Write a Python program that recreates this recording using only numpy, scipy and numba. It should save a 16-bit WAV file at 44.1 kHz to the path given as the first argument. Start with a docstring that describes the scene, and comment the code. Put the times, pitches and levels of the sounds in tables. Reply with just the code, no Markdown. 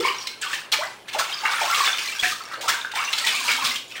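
"""A low glug and a gurgle open the scene: a plastic cup scoops shallow bath water and pours it over a
wet cat, again and again. Each pour entrains air that rings as rising bubbles, and spatters off the fur;
each dip slaps the surface and throws spray. The tub knocks under a few splashes and drones under the
last pour. Its hard walls and a small bathroom reflect the water's sound, over a faint mains hum."""
import sys
import numpy as np
from scipy import signal
from scipy.fft import rfft, irfft
from scipy.io import wavfile
from scipy.ndimage import uniform_filter1d
from numba import njit

SR = 44100
rng = np.random.default_rng(int(sys.argv[2]) if len(sys.argv) > 2 else 0)


def pcm_store(signal):
    """Save signal as 16-bit PCM."""
    levels = np.round(np.clip(np.atleast_2d(signal), -1, 1) * 32767)
    wavfile.write(sys.argv[1], SR, levels.astype(np.int16).T)


N = 176400
T = np.arange(N) / SR


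def undb(db):
    """Decibels to amplitude ratio."""
    return 10 ** (np.asarray(db) / 20)


def unit(x):
    """Normalisation to an rms of 1."""
    return x / np.sqrt(np.mean(x ** 2) + 1e-18)


def steady(x, window=4000):
    """Division by the running rms evens the level and keeps the fine grain."""
    return x / np.sqrt(np.abs(uniform_filter1d(x ** 2, window)) + 1e-12)


def colour(x, spectrum):
    """Minimum-phase filtering through (frequency_hz, gain_db) points, by folding the cepstrum."""
    hz, db = np.array(spectrum).T
    grid_hz = np.maximum(np.fft.rfftfreq(2048, 1 / SR), 1)
    gain = undb(np.interp(np.log(grid_hz), np.log(hz), db))
    cepstrum = irfft(np.log(gain))
    cepstrum[1:len(cepstrum) // 2] *= 2
    cepstrum[len(cepstrum) // 2 + 1:] = 0
    return signal.oaconvolve(x, irfft(np.exp(rfft(cepstrum))))[:len(x)]


def patter(per_s):
    """A random point process: each event has a start time and two uniform chances, 0-1."""
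    when, pitch, size = rng.random((12000, 3))[:int(per_s * N / SR)].T
    return when * N / SR, pitch, size


def sizes(chance, scatter_db):
    """A truncated power law turns uniform chances into many small amplitudes and a few large."""
    return undb(-scatter_db * np.log(1 - .985 * chance))


@njit
def ring(start_s, hz, decay_s, rise_octaves_per_s, size, attack_s):
    """Bubble resonance: damped oscillators whose pitch climbs linearly as they near the surface."""
    out = np.zeros(N)
    for k in range(len(start_s)):
        first, phase = max(int(start_s[k] * SR), 0), 0.
        for i in range(min(int(5 * decay_s[k] * SR), N - first)):
            t = i / SR
            pitch_hz = min(hz[k] * (1 + .693 * rise_octaves_per_s[k] * t), .45 * SR)
            phase += 2 * np.pi * pitch_hz / SR
            out[first + i] += size[k] * np.exp(-t / decay_s[k]) * t / (t + attack_s) * np.sin(phase)
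    return out


def cloud(start_s, hz, size, cycles):
    """Constant-Q damping: small bubbles all decay over the same number of cycles."""
    decay_s = cycles / hz
    rise_octaves_per_s = .037 / decay_s
    return ring(start_s, hz, decay_s, rise_octaves_per_s, size, 1 / SR)


def clicks(start_s, size):
    """An impulse train: each brief impact or reflection is a single sample."""
    return np.bincount(np.abs(start_s * SR).astype(int), size, N)[:N]


def low_cut(x, cutoff_hz=340):
    """A high-pass filter keeps the bass of the splashes and ticks thin."""
    return signal.sosfilt(signal.butter(2, cutoff_hz, "high", fs=SR, output="sos"), x)


# Spectrum of the room air: frequency_hz, gain_db
AIR_SPECTRUM = [(25, -9), (60, -7), (150, 1.5), (400, 8), (1000, 4), (3000, -57), (10000, -11),
                (16000, -34)]


def background(air_db=-51.5, hum_hz=119, hum_db=-67):
    """The noise floor: broadband room air and a pure tone of mains hum."""
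    air = unit(colour(rng.standard_normal(N), AIR_SPECTRUM))
    hum = unit(np.sin(2 * np.pi * hum_hz * T))
    return undb(air_db) * air + undb(hum_db) * hum


# Spectrum of the gurgling stream: frequency_hz, gain_db
GURGLE_SPECTRUM = [(40, -36), (120, -22), (300, -21), (550, -17), (800, -4.5), (1100, 2), (1700, 0),
                   (2600, 0), (4000, -10.5), (8000, -46)]
# Spectrum of drops and fine bubbles: frequency_hz, gain_db
SPRAY_SPECTRUM = [(40, -23.5), (150, -17.5), (500, -15.5), (1200, -13.5), (2500, -1), (3800, 1.5),
                  (6000, -2.5), (9300, -8), (10500, -15.5), (12500, -19), (15500, -10.5)]
# Water running from the cup and off the fur: time_s, gurgle_db, spatter_db
FLOW_LEVELS = [(0, -30.5, -30.5), (.13, -36, -40.5), (.25, -45, -43), (0.381, -50.5, -58),
               (.45, -38, -38.5), (0.569, -38.5, -33.5), (.69, -48.5, -71), (.8, -73, -38), (.9, -48, -47),
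               (1.03, -56.5, -59), (1.149, -33.5, -43), (1.28, -34, -38), (1.36, -39, -39.5),
               (1.53, -25, -31.5), (1.7, -27, -28), (1.85, -26, -24.5), (1.95, -32.5, -36.5),
               (2.03, -35.5, -30.5), (2.17, -37, -36.5), (2.33, -47, -41), (2.48, -41.5, -50.5),
               (2.6, -42.5, -50.5), (2.74, -30, -35), (2.83, -42, -43), (2.925, -44, -53),
               (2.958, -25.5, -31.5), (3.09, -34.5, -35.5), (3.32, -30, -27), (3.41, -33, -30.5),
               (3.51, -32.5, -23), (3.59, -29.5, -32), (3.67, -27, -27), (3.76, -37.5, -31),
               (3.82, -69, -63), (3.9, -57, -44), (4, -38, -55)]


def pouring():
    """Air entrainment makes the stream gurgle, while fine bubbles and drops spatter off the fur."""
    time_s, gurgle_db, spatter_db = np.array(FLOW_LEVELS).T
    when, pitch, size = patter(per_s=750)
    hz = 350 + 4200 * pitch ** 1.4
    strength = sizes(size, scatter_db=3) * (pitch + .15)
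    gurgle = colour(cloud(when, hz, strength, cycles=7), GURGLE_SPECTRUM)

    when, pitch, size = patter(per_s=1700)
    hz = 2000 + 14000 * pitch
    strength = sizes(size, scatter_db=4.2) * np.sqrt(hz)
    fizz = colour(cloud(when, hz, strength, cycles=10), SPRAY_SPECTRUM)

    when, sign, size = patter(per_s=1500)
    strength = np.sign(sign - .5) * sizes(size, scatter_db=7.5)
    drops = colour(clicks(when, strength), SPRAY_SPECTRUM)
    spatter = undb(-3) * steady(fizz) + undb(-5) * steady(drops)
    return (steady(gurgle) * undb(np.interp(T, time_s, gurgle_db))
            + spatter * undb(np.interp(T, time_s, spatter_db)))


def dripping():
    """Lone drips tick by impact and plink by resonance; their level follows the spatter up to a cap."""
    time_s, _, spatter_db = np.array(FLOW_LEVELS).T
    when, pitch, size = patter(per_s=85)
    hz = 4908 * 2 ** (2.4 * (pitch - .5))
    plinks = colour(cloud(when, hz, sizes(size, scatter_db=5), cycles=16), SPRAY_SPECTRUM)
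    when, _, size = patter(per_s=70)
    ticks = low_cut(colour(clicks(when, sizes(size, scatter_db=7.5)), SPRAY_SPECTRUM))
    capped_db = np.minimum(np.interp(T, time_s, spatter_db), -37)
    return undb(capped_db) * (undb(-2) * unit(plinks) + undb(-8.5) * unit(ticks))


# Single large bubbles: start_s, pitch_hz, level_db, decay_s, rise_octaves_per_s
LARGE_BUBBLES = [(0, 383, -14.5, .012, 3.1), (.003, 478, -19, 0.013, 2), (.05, 1013, -5.5, 0.0057, 9.2),
                 (0.072, 1112, -7.5, 0.0045, 6.3), (.042, 2186, -13, 0.0087, 3.7),
                 (0.084, 2770, -11, .006, 14), (.184, 5570, -19, 0.0035, 3),
                 (0.241, 1030, -28, 0.011, 0.33), (0.269, 4100, -19, 0.011, 1.4),
                 (.436, 1473, -17, 0.0078, 0.8), (.463, 1126, -19, 0.01, 5), (.485, 1252, -25, .012, 3),
                 (.507, 1416, -26.5, .012, 16), (.787, 579.4, -25, 0.047, 6.8),
                 (0.809, 835, -20.5, 0.029, 35), (0.821, 1365, -21.5, 0.015, 21),
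                 (.834, 1970, -16, 0.0081, 2.2), (1.148, 783, -14.5, .008, 19),
                 (1.16, 577, -19.5, 0.019, 12), (1.197, 1290, -12, 0.0075, 3.1),
                 (1.336, 4880, -20, 0.005, 1), (1.381, 4520, -25, 0.01, 0.84),
                 (1.434, 837, -20, 0.018, 8.6), (1.457, 1050, -25, 0.0043, 6.3),
                 (1.456, 2760, -11.5, 0.005, 1.3), (1.487, 880, -20, 0.0076, 3.6),
                 (1.615, 839, -14, 0.017, 4.3), (1.678, 1027, -22, 0.012, 9.6),
                 (1.7, 1360, -10.5, 0.0091, 1.1), (1.73, 1100, -15.5, 0.024, 6.1),
                 (1.805, 1090, -4, 0.0051, 4.4), (1.83, 1080, -18, 0.0083, 6.7),
                 (1.863, 3480, -2.5, 0.0027, 7), (1.874, 1278, -16.5, 0.017, 17),
                 (2.05, 2010, -24.5, 0.021, 0.81), (2.192, 3290, -18, 0.014, 2.3),
                 (2.085, 2340, -17, 0.0053, 0.67), (2.233, 712, -21.5, .016, 2.2),
                 (2.245, 1810, -17, 0.013, 3), (2.322, 1214, -17.5, 0.0079, 6.9),
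                 (2.406, 1290, -22, 0.006, 3), (2.514, 1220, -20.5, 0.006, 18),
                 (2.534, 1297, -22.5, 0.0057, 15), (2.677, 1188, -16, 0.032, 26.4),
                 (2.741, 1477, -19, 0.012, 8.5), (2.419, 4450, -29, .004, 3.3),
                 (2.453, 5420, -30, 0.0045, 3), (2.814, 3670, -12.5, 0.0025, 3),
                 (2.848, 1510, -8, 0.0027, 6.2), (2.937, 863, -21, 0.013, 2.3),
                 (2.973, 1000, -22, .016, 6.3), (2.996, 1132, -18, 0.021, 19),
                 (3.026, 1120, -20, 0.0083, 3), (3.075, 2677, -16.5, 0.011, 5.1),
                 (3.242, 1900, -16.5, 0.012, 5.6), (3.345, 2260, -17.5, 0.019, 8),
                 (3.449, 958, -25, 0.037, 0.67), (3.623, 1062, -13, 0.0079, 1.8),
                 (3.712, 2055, -15, 0.0048, 1.37), (3.91, 2600, -32, 0.0092, 3)]


def bubbles(pinch_off_s=.00053):
    """Large air pockets glug and plink as mass-spring resonators: water is the mass, air the spring."""
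    start_s, pitch_hz, level_db, decay_s, rise = np.array(LARGE_BUBBLES, float).T.copy()
    return ring(start_s, pitch_hz, decay_s, rise, undb(level_db), pinch_off_s)


# Slaps on the water: start_s, length_s, bubble_db, pitch_hz, spread_octaves, spray_db
SURFACE_SLAPS = [(0.043, 0.048, -26.5, 2350, 0.22, -33), (0.051, 0.036, -32.5, 4760, 0.07, -50),
                 (0.198, 0.033, -38, 4900, 0.18, -45), (0.271, 0.0049, -22.5, 4260, 0.49, -26.5),
                 (0.414, 0.011, -29.5, 7370, 0.084, -35), (0.418, 0.031, -27.5, 2980, 0.43, -36),
                 (0.525, 0.032, -25.5, 2650, 0.41, -31), (0.718, 0.029, -17.5, 3315, 0.31, -21.5),
                 (.722, 0.032, -27.5, 1180, 0.36, -41), (1.081, 0.021, -32.5, 3120, 0.27, -39.5),
                 (1.129, .03, -34, 2460, 1, -33.5), (1.185, 0.029, -23.5, 1390, 0.51, -22.5),
                 (1.288, 0.026, -36, 3280, .35, -42), (1.449, 0.019, -17, 1725, 0.48, -33),
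                 (1.514, 0.023, -37, 2390, .5, -32), (1.61, 0.029, -26.5, 817, 0.28, -30),
                 (1.745, 0.0095, -21, 3260, 0.31, -24), (1.771, .02, -27, 1280, 0.26, -28),
                 (1.862, 0.033, -22, 2700, .45, -30), (1.982, 0.017, -24, 2950, 0.39, -31),
                 (2.196, 0.0086, -26.5, 3300, 0.1, -27), (2.225, 0.047, -20, 1960, .3, -26.5),
                 (2.271, 0.058, -38, 2530, 0.69, -28), (2.513, 0.044, -32, 1500, 0.23, -44),
                 (2.535, 0.0075, -34, 3920, 0.15, -42), (2.567, .05, -39, 539, 0.34, -73),
                 (2.609, 0.021, -41, 3000, 0.39, -31.5), (2.625, 0.052, -32.5, 802, 0.2, -36.5),
                 (2.68, .028, -22.5, 1757, 0.4, -19), (2.915, 0.0092, -31.5, 2740, 0.38, -36),
                 (2.949, 0.037, -30, 2640, 0.49, -35.5), (3.129, 0.0095, -17.5, 3530, 0.34, -25.5),
                 (3.18, 0.012, -22, 4260, 0.29, -25), (3.263, .032, -18.5, 2700, 0.37, -24.5),
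                 (3.477, 0.039, -18.5, 2100, 0.45, -29), (3.644, 0.031, -24.5, 4110, 0.21, -23.5),
                 (3.756, .012, -23.5, 3070, 0.13, -34), (3.91, 0.019, -36.5, 3020, 0.27, -45),
                 (3.952, 0.031, -32, 2320, 0.31, -39.5)]


def splashes(count=72):
    """Each surface impact throws drops and entrains bubbles around one size; it swells fast and fades."""
    churn, spray = np.zeros(N), np.zeros(N)
    slots = np.arange(count)
    swell = np.interp(slots / count, [0, .2, 1], [.5, 1, .55])
    for start_s, length_s, bubble_db, pitch_hz, spread_octaves, spray_db in SURFACE_SLAPS:
        bubble_jitter, bubble_size, drop_jitter, drop_size = rng.random((count, 4)).T
        pitch, sign = rng.standard_normal((count, 2)).T
        bubble_s = start_s + length_s * (slots + bubble_jitter) / count
        drop_s = start_s + length_s * (slots + drop_jitter) / count
        hz = pitch_hz * 2 ** (spread_octaves * pitch)
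        push = swell * np.sign(sign)
        air = cloud(bubble_s, hz, push * sizes(bubble_size, scatter_db=5), cycles=6.4)
        drops = clicks(drop_s, push * sizes(drop_size, scatter_db=3.5))
        share = np.sqrt(length_s * SR / N)  # refers the rms to the splash's own length
        churn += unit(air) * share * undb(bubble_db)
        spray += unit(drops) * share * undb(spray_db)
    filter_gain = np.linalg.norm(colour(signal.unit_impulse(N), SPRAY_SPECTRUM))
    return low_cut(churn) + colour(spray, SPRAY_SPECTRUM) / filter_gain


# The water's weight knocking the tub: start_s, level_db
TUB_KNOCKS = [(2.228, -36), (2.688, -45), (3.649, -39)]


def tub_knocks(cutoff_hz=300, decay_s=.0051):
    """Impact excitation: falling water gives the tub a dull, heavily damped knock."""
    lowpass = signal.butter(2, cutoff_hz, fs=SR, output="sos")
    body = unit(signal.sosfilt(lowpass, rng.standard_normal(N)))
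    envelope = sum(undb(level_db) * (T >= start_s) * np.exp(-np.abs(T - start_s) / decay_s)
                   for start_s, level_db in TUB_KNOCKS)
    return body * envelope


# Vibration of the tub's shell under the last pour: time_s, level_db
SHELL_LEVELS = [(3.2, -61), (3.3, -59), (3.7, -49.5), (3.8, -76)]


def tub_drone(mode_hz=251.3):
    """Forced resonance: the stream drums on the tub floor and keeps one shell mode ringing unevenly."""
    time_s, level_db = np.array(SHELL_LEVELS).T
    mode = signal.lfilter(*signal.iirpeak(mode_hz, Q=35, fs=SR), rng.standard_normal(N))
    return steady(mode) * np.interp(T, time_s, undb(level_db), left=0, right=0)


TUB_DB, ROOM_DB = -5, -3.5  # reflections relative to the direct sound


def echoes(count=6, early_s=.009, build_up_s=.011, low_t60_s=.38, treble_t60_s=.33):
    """An impulse response: early reflections off the tub, then a diffuse tail, shorter in the treble."""
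    t = T[:SR // 2]
    noise = rng.standard_normal(len(t))
    low = signal.sosfiltfilt(signal.butter(1, 4000, fs=SR, output="sos"), noise)
    tail = low * undb(-60 * t / low_t60_s) + (noise - low) * undb(-60 * t / treble_t60_s)
    tail *= np.clip(t / build_up_s - .5, 0, 1)
    delay_s = early_s * rng.uniform(.1, 1, count)
    walls = clicks(delay_s, rng.choice([-1., 1.], count))[:len(t)]
    return undb(ROOM_DB) * tail / np.linalg.norm(tail) + undb(TUB_DB) * walls / np.sqrt(count)


def bathroom(x, spots=6, circuits_per_s=7):
    """Reverberation depends on position: the point of impact circles spots with their own echoes."""
    out = x.copy()
    for spot in range(spots):
        distance = np.abs((T * circuits_per_s * spots - spot) % spots - spots / 2)
        crossfade = np.cos(np.pi / 2 * np.minimum(distance, 1))
        out += signal.fftconvolve(x * crossfade, echoes())[:N]
    return out / np.sqrt(1 + undb(ROOM_DB) ** 2 + undb(TUB_DB) ** 2)


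def scene():
    """Superposition beside the tub: background, shell drone and the reverberant water."""
    air_and_drone = background() + tub_drone()
    water = pouring() + dripping() + tub_knocks() + splashes() + bubbles()
    return (air_and_drone + bathroom(water))[None]


def record(dry, cutoff_hz=15800):
    """Band limiting: a steep low-pass removes the highest treble."""
    return signal.sosfilt(signal.ellip(10, .2, 70, cutoff_hz, fs=SR, output="sos"), dry)


dry = scene()
out = record(dry)
pcm_store(out)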